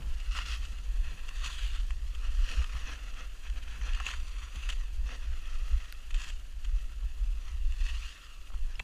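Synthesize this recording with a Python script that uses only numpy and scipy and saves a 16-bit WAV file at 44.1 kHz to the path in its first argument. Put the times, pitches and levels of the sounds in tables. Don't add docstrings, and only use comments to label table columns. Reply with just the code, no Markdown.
import sys
import numpy as np
from scipy import signal
from scipy.fft import rfft, irfft
from scipy.io import wavfile
from scipy.ndimage import uniform_filter1d

SR = 44100
rng = np.random.default_rng(int(sys.argv[2]) if len(sys.argv) > 2 else 0)


def dump_mix(stems):
    frames = np.atleast_2d(stems).T
    limited = np.clip(frames, -1, 1)
    pcm = np.round(limited * 32767).astype(np.int16)
    wavfile.write(sys.argv[1], SR, pcm)


N = 389403
T = np.arange(N) / SR
FREQS = np.fft.rfftfreq(N, 1 / SR)

# frequency in Hz, relative gain in dB.
SKID_SPECTRUM = [(300, -22.5), (800, -15.5), (1150, -2), (1700, -2), (2200, -3), (2750, -1), (3300, -1),
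                 (4400, -5), (5400, -6.5), (7500, -12), (10000, -17.5), (11500, -28), (15000, -34)]
# frequency in Hz, relative gain in dB.
GLIDE_SPECTRUM = [(300, -35), (800, -7.5), (1100, 0), (1700, 3), (2300, 1.5), (3200, 0), (4000, -4),
                  (5100, -7), (6050, -4), (6700, -22), (7500, -11), (10000, -4), (11500, -32), (15000, -46)]
# frequency in Hz, relative gain in dB.
BODY_SPECTRUM = [(120, -16), (225, 1.5), (300, 0.5), (345, -7.5), (385, -14), (490, 3.5), (600, -5),
                 (740, -4.5), (850, -8.5), (1200, -38)]
# time in seconds, gain at the band centre in dB.
TREBLE_BAND = [(.5, 4), (.9, -3), (1.5, -5), (1.9, 2), (2.5, 7), (3.4, 1), (4.0, -1), (4.7, -7), (5.1, 5),
               (6.2, 2.5), (8.83, 1)]
TREBLE_BAND_HZ, TREBLE_BAND_WIDTH_HZ = 5330, 560
SPRAY_DB, SPRAY_AT_DB, SPRAY_GROWTH = -60.5, -51, 0.82
CARVE_STEADY = 0.25
CRUNCH_DB = -6
GRIND_HZ, GRIND_WIDTH_HZ, GRIND_SWAY = 1250, 400, 0.043
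RASP_HZ, RASP_WIDTH_HZ, RASP_SWAY = 3660, 970, 0.052
SING_HZ, SING_WIDTH_HZ = 2720, 310


def skis():
    (friction_db, edge, hardness_db, hiss_hz, hiss_db, thrown_db,
     grind_db, rasp_db, sing_db, hollow) = contact()
    spray_db = SPRAY_DB + SPRAY_GROWTH * (friction_db - SPRAY_AT_DB) + thrown_db
    loose = 1 - CARVE_STEADY * edge ** 2
    chatter = undb(loose * (1.57 * walk(47) + 0.93 * walk(170)))

    fine = grains(per_s=7000, spread_db=2.5)
    coarse = grains(per_s=600, spread_db=2.5)
    skid = unit(colour(fine + undb(CRUNCH_DB) * coarse, SKID_SPECTRUM), "scrape")
    glide = unit(colour(grains(per_s=14000, spread_db=2.5), GLIDE_SPECTRUM), "scrape")
    crush = np.sin(edge * np.pi / 2) * skid + np.cos(edge * np.pi / 2) * glide
    crush = case(snow_echo(crush, lag_s=0.001085, sway=0.242, share=0.3))

    scrape = below(crush, hz=3700)
    grind = below(scrape, hz=1950)
    rasp = scrape - grind
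    spray = crush - scrape
    grind = moving_peak(grind, GRIND_HZ * (1 + GRIND_SWAY * walk(8.6)), GRIND_WIDTH_HZ, grind_db)
    rasp = moving_peak(rasp, SING_HZ, SING_WIDTH_HZ, sing_db)
    rasp = moving_peak(rasp, RASP_HZ * (1 + RASP_SWAY * walk(5.5)), RASP_WIDTH_HZ, rasp_db)
    grind *= undb(-.35 * hardness_db + 1.0 * walk(27))
    scrape = grind + rasp * undb(1.03 * walk(45))

    spray = moving_peak(spray, hiss_hz, width_hz=750 + 700 * edge, db=hiss_db)
    spray = spray * chatter ** 0.7 * undb(1.4 * walk(34))
    spray = moving_peak(spray, TREBLE_BAND_HZ, TREBLE_BAND_WIDTH_HZ, curves(TREBLE_BAND)[0])
    spray = edge * spray + (1 - edge) * below(spray, hz=7600)

    body = colour(grains(per_s=5000, spread_db=3.5) * chatter, BODY_SPECTRUM)
    scrape_out = undb(friction_db + 0.5) * unit(scrape * chatter, "scrape")
    spray_out = np.hypot(undb(spray_db), powder()) * unit(spray, "spray")
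    return scrape_out + spray_out + hollow * unit(body, "body")


# time in seconds, relative friction level in dB.
SLIDE = [(0, -61), (.25, -56.5), (.9, -60), (1.3, -56.5), (1.98, -63), (2.4, -55), (3.35, -62), (4.3, -58),
         (4.97, -63.5), (5.6, -58.5), (6.5, -65), (7.3, -63.5), (7.75, -62.5), (8.2, -63), (8.45, -63.5),
         (8.83, -64.5)]
# crest in seconds, length at half power in seconds,
# relative friction level in dB, hollow ski body re that level in dB.
SCUFFS = [(1.082, 0.085, -54.5, -20), (2.262, 0.056, -55, -13), (2.54, 0.067, -53.5, -6.5),
          (2.606, 0.024, -54, -7), (2.812, 0.18, -52, -28), (2.891, 0.1, -48, -13), (3.017, 0.18, -55, -14),
          (3.209, 0.051, -49.5, -12), (3.46, 0.03, -53, -16), (3.57, 0.039, -53, -12.5),
          (3.72, 0.11, -52.5, -20), (3.87, 0.056, -46, -16), (3.976, 0.077, -49, -25),
          (4.42, 0.096, -53.5, -28), (4.592, 0.13, -54, -31), (4.697, 0.057, -52.5, -14),
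          (4.809, 0.054, -54.5, -22), (5.118, 0.067, -50.5, -8.5), (5.275, 0.14, -58.5, -12.5),
          (5.51, 0.092, -54.5, -16), (5.69, 0.11, -57, -16), (5.834, 0.085, -55, -26),
          (6.754, 0.12, -61, -17), (7.482, 0.056, -57.5, -29), (8.722, 0.048, -58.5, -20)]
# bite in seconds, time held in seconds, relative friction level in dB,
# edge-setting time constant in seconds, snow hardness in dB (each takes 0.35 dB off the grind),
# hiss centre in Hz, hiss peak in dB, extra spray in dB, grind peak in dB, rasp peak in dB, singing peak in dB.
SKIDS = [(.365, 0.027, -44, 0.037, -2, 5060, 4.5, -0.5, 7, 1, 7),
         (.472, 0.071, -42.5, 0.044, 2, 5300, 2.5, -1, -2, 0.5, 0),
         (1.455, 0.05, -44.5, 0.06, 3, 6600, 4, 3.5, 5, 5, -2),
         (1.55, 0.13, -44, 0.047, 11, 5500, -4, -.5, 0.5, 3, -2),
         (1.74, 0.037, -49, 0.05, 6, 5500, -3, -3.5, 2.5, 4, -1),
         (2.49, 0.092, -44, 0.066, 5, 6050, 1, -2, -1, -5, -0.5),
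         (4.072, 0.036, -40.5, 0.028, -6, 6670, 5, -1, -5, 1, 2.5),
         (4.7, 0.028, -53, 0.16, 16, 7000, 3, 2, -13, 3, -3),
         (6.198, 0.085, -47.5, 0.024, -2, 7200, 6.5, 0.5, 0, 0, 5),
         (7.89, 0.23, -46, .11, 8.5, 5970, 1.5, -1.5, 1, -1.5, 2.5),
         (8.17, 0.2, -55.5, 0.042, 5, 5970, -1, -3, 5, -2, 6)]
SLIDE_EDGE, SCUFF_EDGE = 0.64, 0.096
SLIDE_HARDNESS_DB, SCUFF_HARDNESS_DB = -5.5, 1
SLIDE_HISS_HZ, SCUFF_HISS_HZ = 7100, 6600
SLIDE_HISS_DB, SCUFF_HISS_DB = 1.5, 11
SLIDE_GRIND_DB, SCUFF_GRIND_DB = 0.5, 2.5
SLIDE_SING_DB, SCUFF_SING_DB = 2.5, 1
SLIDE_BODY_DB, SKID_BODY_DB = -15.5, -29


def contact():
    slide = undb(curves(SLIDE)[0]) ** 2
    scuff = swells([row[:3] for row in SCUFFS])
    turns = [(skid_power(s, held_s, db, setting_s), 1, *snow) for s, held_s, db, setting_s, *snow in SKIDS]
    skid = sum(turn[0] for turn in turns)
    parts = turns + [
        (slide, SLIDE_EDGE, SLIDE_HARDNESS_DB, SLIDE_HISS_HZ, SLIDE_HISS_DB, 0, SLIDE_GRIND_DB, 0, SLIDE_SING_DB),
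        (scuff, SCUFF_EDGE, SCUFF_HARDNESS_DB, SCUFF_HISS_HZ, SCUFF_HISS_DB, 0, SCUFF_GRIND_DB, 0, SCUFF_SING_DB)]
    total = slide + skid + scuff
    powers = np.array([part[0] for part in parts])
    traits = np.array([part[1:] for part in parts])
    edge, *snow = traits.T @ powers / total
    hollow = slide * undb(SLIDE_BODY_DB) ** 2 + skid * undb(SKID_BODY_DB) ** 2
    hollow += swells([(s, length_s, db + hollow_db) for s, length_s, db, hollow_db in SCUFFS])
    return 10 * np.log10(total), np.clip(edge, 0, 1), *snow, np.sqrt(hollow)


SKID_SAG_DB_PER_S, SKID_RELEASE_S = 34.5, 0.047


def skid_power(s, held_s, db, setting_s):
    outside = np.maximum(s - T, 0) / setting_s + np.maximum(T - s - held_s, 0) / SKID_RELEASE_S
    sagging_db = db - SKID_SAG_DB_PER_S * np.clip(T - s, 0, held_s)
    return (undb(sagging_db) * np.exp(-outside)) ** 2


POWDER_DB, POWDER_FALL_S = -18, 0.17


def powder():
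    thrown = sum(skid_power(s, held_s, db, setting_s) for s, held_s, db, setting_s, *_ in SKIDS)
    step = 1 / (POWDER_FALL_S * SR)
    return undb(POWDER_DB) * np.sqrt(signal.lfilter([step], [1, step - 1], thrown))


def snow_echo(x, lag_s, sway, share):
    return x + share * np.interp(T - lag_s * (1 + sway * walk(1.72)), T, x)


# crest in seconds, length at half power in seconds, level in dB.
SWISHES = [(2.86, 0.064, -57.5), (3.21, 0.044, -67), (3.86, 0.077, -62), (5.11, 0.043, -61.5),
           (5.5, 0.093, -71), (7.48, 0.089, -68)]
SWISH_HZ, SWISH_WIDTH_HZ = 6050, 700


def swishes():
    band = np.exp(-np.log(2) * (2 * (FREQS - SWISH_HZ) / SWISH_WIDTH_HZ) ** 2 / 2)
    snow = irfft(rfft(grains(per_s=6100, spread_db=8.5)) * band, N)
    return np.sqrt(swells(SWISHES)) * unit(snow, "spray")


# start in seconds, relative level in dB,
# time to fall 60 dB in seconds, treble re bass in dB.
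KNOCKS = [(0.02, -34, 0.043, -2), (0.1996, -31, 0.057, 5), (0.348, -23.5, 0.11, -4),
          (0.3677, -21.5, 0.1, 2), (.387, -19, .06, -8), (.472, -30, .04, -3), (0.639, -30.5, 0.19, 5),
          (0.784, -33.5, 0.049, 7), (1.284, -27, .02, 2), (1.2893, -25, 0.022, 4), (1.443, -23, 0.092, 11),
          (1.46, -17.5, 0.028, 0), (1.538, -34, 0.087, 7), (1.584, -24, 0.073, 2), (1.623, -39, 0.036, 3),
          (1.673, -34, 0.025, 10), (1.748, -29, 0.043, 5), (1.8, -31, .04, 3), (1.9053, -25, 0.023, -3),
          (2.15, -33, 0.025, 13), (2.4886, -28, 0.042, 1), (2.617, -27, 0.028, -1), (2.642, -24, 0.021, 0),
          (3.4975, -31, 0.027, 7), (3.71, -32, 0.022, 1), (3.812, -29.5, 0.039, -9), (3.934, -27, 0.03, 7),
          (3.9469, -26.5, 0.048, 10), (4.0002, -19.5, 0.02, -7), (4.055, -27, 0.018, 13),
          (4.066, -18, 0.033, 0), (4.087, -23, 0.046, -6), (4.104, -22, .04, -3), (4.136, -23.5, 0.031, -9),
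          (4.557, -29, 0.022, 8), (4.6347, -32, 0.023, 0), (4.689, -18.5, .07, 2), (4.698, -19.5, .03, 6),
          (4.704, -28, 0.022, 6), (4.725, -21.5, 0.044, -3), (4.731, -28, 0.027, 3), (5.09, -29, 0.1, -10),
          (5.329, -35, .05, -4), (5.452, -33, .05, 2), (5.854, -33, 0.065, 2), (6.106, -28, 0.028, 2),
          (6.1427, -24, 0.14, 5), (6.217, -23.5, .03, 10), (6.243, -21.5, 0.012, 2),
          (6.297, -25.5, 0.072, 4), (6.645, -29.5, 0.055, 3), (7.722, -32, 0.017, 12), (7.887, -28, .05, 7)]
# frequency in Hz, relative gain in dB.
SLAP_SPECTRUM = [(300, -19), (800, -11), (1200, 1), (1850, 0.5), (2300, -1.5), (3200, 1), (4000, -9.5),
                 (5400, -13), (7500, -12), (10000, -25), (15000, -40)]


def knocks():
    dull, crisp, boards = np.zeros((3, N))
    for s, db, t60_s, treble_db in KNOCKS:
        blow = burst(t60_s)
        add(dull, s, blow, db - treble_db / 2)
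        add(crisp, s, blow, db + treble_db / 2)
        add(boards, s, ski_ring(scatter_db=1.0), db)
    snow = crisp + below(dull - crisp, hz=2500)
    return undb(-6.0) * case(colour(snow, SLAP_SPECTRUM)) + undb(-21.0) * boards


# start in seconds, ring peak in dB, relative crack level in dB.
CLACKS = [(8.795, -31, -30.5), (8.7981, -30.5, -32)]
# frequency in Hz, relative gain in dB.
CRACK_SPECTRUM = [(400, -32), (1200, -12), (1900, 9.5), (3600, 9), (4300, -4), (5000, -19), (6200, -6),
                  (7500, -11), (8500, -25), (15000, -36)]


def clacks():
    ring, crack = np.zeros((2, N))
    for s, ring_db, crack_db in CLACKS:
        add(ring, s, ski_ring(scatter_db=1), ring_db)
        add(crack, s, burst(t60_s=0.013), crack_db)
    return ring + colour(crack, CRACK_SPECTRUM)


# frequency in Hz, relative level in dB, time to fall 60 dB in seconds.
SKI_MODES = [(950, -13, 0.11), (1440, -6, 0.17), (1650, -26, 0.027), (2090, -11, 0.06), (2360, -3, 0.023),
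             (2650, 9, .055), (3270, 4, 0.015), (3470, -6, 0.018), (4030, -1, 0.019), (6300, -3, .014),
             (7230, -2.5, 0.013)]


def ski_ring(scatter_db):
    t = T[:SR // 8]
    ring = np.zeros(len(t))
    for hz, db, t60_s in SKI_MODES:
        gain = undb(db + scatter_db * rng.standard_normal())
        ring += gain * np.sin(2 * np.pi * hz * t) * np.exp(-np.log(1000) * t / t60_s)
    return ring


GRIT_DB, GRIT_S = 9.5, 0.00205


def burst(t60_s):
    t = T[:SR // 8]
    moments = np.arange(0, t[-1], GRIT_S)
    grit = undb(GRIT_DB * np.interp(t, moments, rng.uniform(-1, 1, len(moments))))
    decay = np.exp(-np.log(1000) * t / max(t60_s, .005))
    return np.tanh(2 * rng.standard_normal(len(t))) * grit * (1 - np.exp(-t / .0006)) * decay


# start in seconds, relative level in dB.
BUMPS = [(1.5, -37), (2.521, -43), (2.75, -38), (3.876, -38), (4.005, -30), (7.027, -44), (8.503, -40),
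         (8.518, -41), (8.536, -42), (8.542, -41), (8.801, -32.5)]
# frequency in Hz, relative gain in dB.
BUMP_SPECTRUM = [(150, -30), (500, -5), (900, -1), (1300, 5), (1700, -11), (3000, -19), (8000, -41)]


def bumps():
    out = np.zeros(N)
    for s, db in BUMPS:
        add(out, s, burst(t60_s=0.02), db)
    return undb(4.0) * colour(out, BUMP_SPECTRUM)


# start in seconds, pitch in Hz, peak in dB.
CLINKS = [(1.2894, 2750, -36.5), (4.0655, 2660, -23.5), (4.0655, 6780, -35.5), (4.636, 2720, -39),
          (8.756, 5150, -47), (8.755, 2870, -42)]


def clinks():
    out, t = np.zeros(N), T[:SR // 10]
    for s, hz, db in CLINKS:
        add(out, s, np.sin(2 * np.pi * hz * t) * np.exp(-t / 0.0039), db)
    return out


# start in seconds, relative level in dB.
TICKS = [(5.925, -31.5)]
# frequency in Hz, relative gain in dB.
TICK_SPECTRUM = [(300, -25), (1000, -23), (1500, -5), (2100, 1), (2800, 6), (4500, -4), (7000, -17),
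                 (9300, -2), (11000, -13), (13000, -7), (16000, -18)]
TICK_RING_HZ, TICK_RING_S, TICK_RING_DB = 1430, 0.0045, -45


def ticks():
    tap, ring = np.zeros((2, N))
    t = T[:SR // 50]
    for s, db in TICKS:
        add(tap, s, np.tanh(2 * rng.standard_normal(len(t))) * np.exp(-t / 0.0007), db)
        add(ring, s, np.sin(2 * np.pi * TICK_RING_HZ * t) * np.exp(-t / TICK_RING_S), TICK_RING_DB)
    return undb(6.5) * colour(tap, TICK_SPECTRUM) + ring


# time in seconds, then relative levels in dB of
AIRSTREAM = [(0, -37.5, -48, -50), (.2, -37.5, -47.5, -67.5), (.5, -33.5, -40, -60.5),
             (.87, -35.5, -52, -60.5), (1.25, -34.5, -70, -66), (1.45, -38, -44, -61.5),
             (1.62, -29, -44, -65.5), (1.9, -31.5, -41.5, -63.5), (2.45, -31.5, -54, -68),
             (2.7, -30.5, -50, -66), (2.9, -41.5, -44.5, -66.5), (3.15, -37, -50, -62),
             (3.4, -41, -65, -70), (3.55, -33.5, -47, -61), (4.3, -39.5, -49, -68),
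             (5.5, -30.5, -50.5, -66), (6.0, -36, -58, -68.5), (6.5, -39, -45.5, -65.5),
             (7.4, -33, -46.5, -65.5), (7.97, -29, -40, -67), (8.2, -50, -59.5, -72), (8.44, -41, -56, -70),
             (8.62, -34.5, -50, -70), (8.83, -34, -41, -58)]
# crest in seconds, length at half power in seconds,
# relative level in dB.
FLUTTERS = [(.84, 0.069, -65), (1.11, 0.088, -57), (2.58, 0.025, -54), (2.755, 0.026, -53),
            (3.81, 0.082, -57.5), (4.38, .03, -68), (4.56, 0.026, -57), (5.03, 0.032, -59),
            (5.73, 0.04, -60), (6.29, 0.033, -63), (6.87, 0.024, -67), (7.035, 0.016, -54),
            (8.55, 0.04, -57)]
# frequency in Hz, relative gain in dB.
BUFFET_SPECTRUM = [(10, -4.5), (22, 4), (38, -2.5), (48, -1), (55, -11), (64, -17), (80, -59), (140, -72)]
# frequency in Hz, relative gain in dB.
THRUM_SPECTRUM = [(40, -25.5), (55, 1), (62, -3.5), (71, -14), (82, -10), (100, -10), (140, -41),
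                  (300, -70)]
# frequency in Hz, relative gain in dB.
EDDY_SPECTRUM = [(50, 6), (100, 9), (118, -0.5), (132, 8), (148, 0), (190, -4.5), (230, -5), (290, -9),
                 (370, -16.5), (490, -16), (650, -19), (1000, -15.5), (3000, -37)]


def wind():
    buffet_db, thrum_db, eddy_db = curves(AIRSTREAM)
    buffet = undb(buffet_db + 3.4 * walk(6.5)) * unit(swirl(BUFFET_SPECTRUM), "wind")
    gust_thrum = swells([(s, length_s, db) for s, length_s, _, db in GUSTS])
    thrum_level = np.sqrt(undb(thrum_db + 0.91 * walk(8.8)) ** 2 + gust_thrum)
    thrum = thrum_level * unit(swirl(THRUM_SPECTRUM), "thrum")
    rumble = undb(-2.0) * buffet + undb(-2.9) * gusts() + undb(-0.84) * thrum
    ease = np.sin(np.pi / 2 * np.minimum(1, np.minimum(T, T[::-1]) / .03)) ** 2
    rumble = colour(ease * rumble, [(65, -0.5), (90, -18.0), (150, -12), (400, -35)])

    eddies = even(colour(rng.standard_normal(N), EDDY_SPECTRUM), window_s=0.082)
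    eddies = unit(eddies * undb(1.8 * walk(30)), "eddy")
    return rumble + undb(-2.5) * np.sqrt(undb(eddy_db) ** 2 + swells(FLUTTERS)) * eddies


# centre in seconds, length at half power in seconds,
# relative buffeting level in dB, relative thrum level in dB.
GUSTS = [(0.101, 0.061, -25.5, -41), (0.303, 0.03, -22, -51), (0.395, 0.032, -29.5, -52),
         (0.617, 0.036, -28, -43), (1.007, 0.042, -28.5, -37.5), (1.079, 0.035, -31.5, -36),
         (1.393, 0.032, -26.5, -52), (1.642, 0.033, -31, -46), (1.75, 0.032, -38, -48),
         (1.81, 0.036, -25.5, -49), (2.088, 0.057, -35, -40), (2.194, 0.03, -22.5, -47),
         (2.296, 0.031, -25.5, -40), (2.385, 0.035, -22, -36), (2.596, 0.022, -22, -33),
         (2.767, 0.023, -29, -42), (3.504, 0.026, -27, -43), (3.835, 0.029, -26.5, -35.5),
         (3.927, 0.041, -21.5, -33.5), (4.204, 0.054, -27, -36.5), (4.379, 0.025, -32.5, -49),
         (4.431, .027, -34, -36), (4.583, 0.038, -53, -39), (4.679, 0.034, -24, -48),
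         (4.818, .03, -28.5, -45), (5.002, 0.023, -23.5, -35), (5.06, 0.025, -26, -50),
         (5.289, 0.047, -33, -34.5), (5.61, 0.064, -33, -44), (5.748, 0.044, -20, -30),
         (6.155, 0.039, -21, -55), (6.691, 0.03, -25.5, -46), (6.755, 0.035, -20.5, -38),
         (6.832, 0.027, -27, -51), (7.05, 0.03, -29, -34), (7.219, 0.03, -23, -44),
         (7.295, 0.035, -23.5, -39), (7.538, 0.044, -26, -35.5), (7.676, 0.051, -25, -51),
         (7.826, 0.04, -20.5, -39), (7.951, 0.033, -23.5, -42)]
GUST_CYCLES = 1.204


def gusts():
    out = np.zeros(N)
    for s, length_s, db, _ in GUSTS:
        near = slice(*np.searchsorted(T, [s - 3 * length_s, s + 3 * length_s]))
        u = (T[near] - s) / length_s
        bell = np.exp(-2 * np.log(2) * u ** 2)
        out[near] -= np.sqrt(2) * undb(db) * bell * np.cos(2 * np.pi * GUST_CYCLES * u)
    return out


def swirl(points):
    steady = even(colour(rng.standard_normal(N), points), window_s=0.087)
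    return colour(steady, [(70, 11.0), (100, 4.0), (200, -33)])


# frequency in Hz, relative gain in dB.
AIR_SPECTRUM = [(20, 20), (55, 25.5), (90, 1), (170, -2), (370, -2), (500, -3.5), (820, -5.5), (1200, -10),
                (2200, -6), (3000, -3), (5000, -10.5), (7000, -8), (11000, -15), (15000, -23)]
AIR_DB, AIR_AT_DB, AIR_FOLLOWS = -64.5, -64, 0.31


def air():
    rush = case(colour(grains(per_s=20000, spread_db=2.0) * undb(1.17 * walk(36)), AIR_SPECTRUM))
    rush_db = AIR_DB + AIR_FOLLOWS * (curves(SLIDE)[0] - AIR_AT_DB)
    return undb(rush_db) * unit(rush, "wide")


# centre in Hz, width in Hz, gain in dB.
CASE_MODES = [(867, 63, -9), (1347, 84, 2.5), (1490, 150, -3), (1854, 150, 3.5), (2220, 380, -3),
              (2601, 130, 6), (2840, 130, 5.5), (3150, 150, 2.5), (3797, 220, -4), (4440, 340, 2),
              (5340, 270, -7.5), (5980, 150, 1.5), (6760, 240, 5), (7300, 200, -1.5), (7630, 300, 0.5),
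              (8450, 260, -4), (10050, 470, 1.5), (13500, 1600, 6)]


def case(x):
    db = sum(boost_db * np.exp(-np.log(2) * (2 * (FREQS - hz) / width_hz) ** 2)
             for hz, width_hz, boost_db in CASE_MODES)
    cepstrum = irfft(np.log(undb(db)), N)
    cepstrum[1:] *= 2 * (np.arange(1, N) < N / 2)
    return irfft(rfft(x) * np.exp(rfft(cepstrum)), N)


def grains(per_s, spread_db):
    hit = rng.random(N) < per_s / SR
    size = undb(spread_db * np.minimum(rng.exponential(size=N), 6))
    x = hit * size * rng.choice([-1, 1], N)
    return x / x.std()


def moving_peak(x, hz, width_hz, db):
    f, t, z = signal.stft(x, SR, nperseg=1024)
    centre, width, height = (np.interp(t, T, np.broadcast_to(v, N)) for v in (hz, width_hz, db))
    gain = undb(height * np.exp(-np.log(2) * (2 * (f[:, None] - centre) / width) ** 2))
    return signal.istft(z * gain, SR)[1][:N]


def swells(table):
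    power = np.zeros(N)
    for s, length_s, db in table:
        near = slice(*np.searchsorted(T, [s - 2 * length_s, s + 2 * length_s]))
        power[near] += undb(db) ** 2 * np.exp(-np.log(2) * (2 * (T[near] - s) / length_s) ** 2)
    return power


def walk(rate):
    x = irfft(rfft(rng.standard_normal(N)) * np.exp(-(FREQS / rate) ** 2), N)
    return x / x.std()


def even(x, window_s):
    return x / np.sqrt(uniform_filter1d(x ** 2, int(window_s * SR)) + 1e-12)


def unit(x, band):
    bands_hz = {"wind": (20, 80), "thrum": (56, 110), "eddy": (110, 330), "body": (400, 850),
                "scrape": (1000, 4200), "spray": (4800, 11000), "wide": (1000, 11000)}
    lo, hi = bands_hz[band]
    inside = rfft(x)[(FREQS > lo) & (FREQS < hi)]
    return x * N / np.sqrt(2 * np.sum(np.abs(inside) ** 2))


def colour(x, points):
    hz, db = np.transpose(points)
    return irfft(rfft(x) * undb(np.interp(np.log(FREQS + 1), np.log(hz), db)), N)


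def below(x, hz):
    return irfft(rfft(x) / (1 + (FREQS / hz) ** 8), N)


def add(out, s, sound, db):
    i = int(s * SR)
    part = sound[:max(N - i, 0)]
    out[i:i + len(part)] += part * undb(db) / np.abs(sound).max()


def curves(table):
    s, *columns = np.transpose(table)
    return [np.interp(T, s, c) for c in columns]


def undb(db):
    return 10 ** (np.asarray(db) / 20)


def scene():
    snow = skis() + swishes()
    contacts = knocks() + clacks() + bumps() + clinks() + ticks()
    return (snow + contacts + wind() + air())[None]


TOP_HZ = 15300


def record(dry):
    return signal.sosfilt(signal.ellip(10, .2, 70, TOP_HZ, fs=SR, output="sos"), dry)


dry = scene()
out = record(dry)
dump_mix(out)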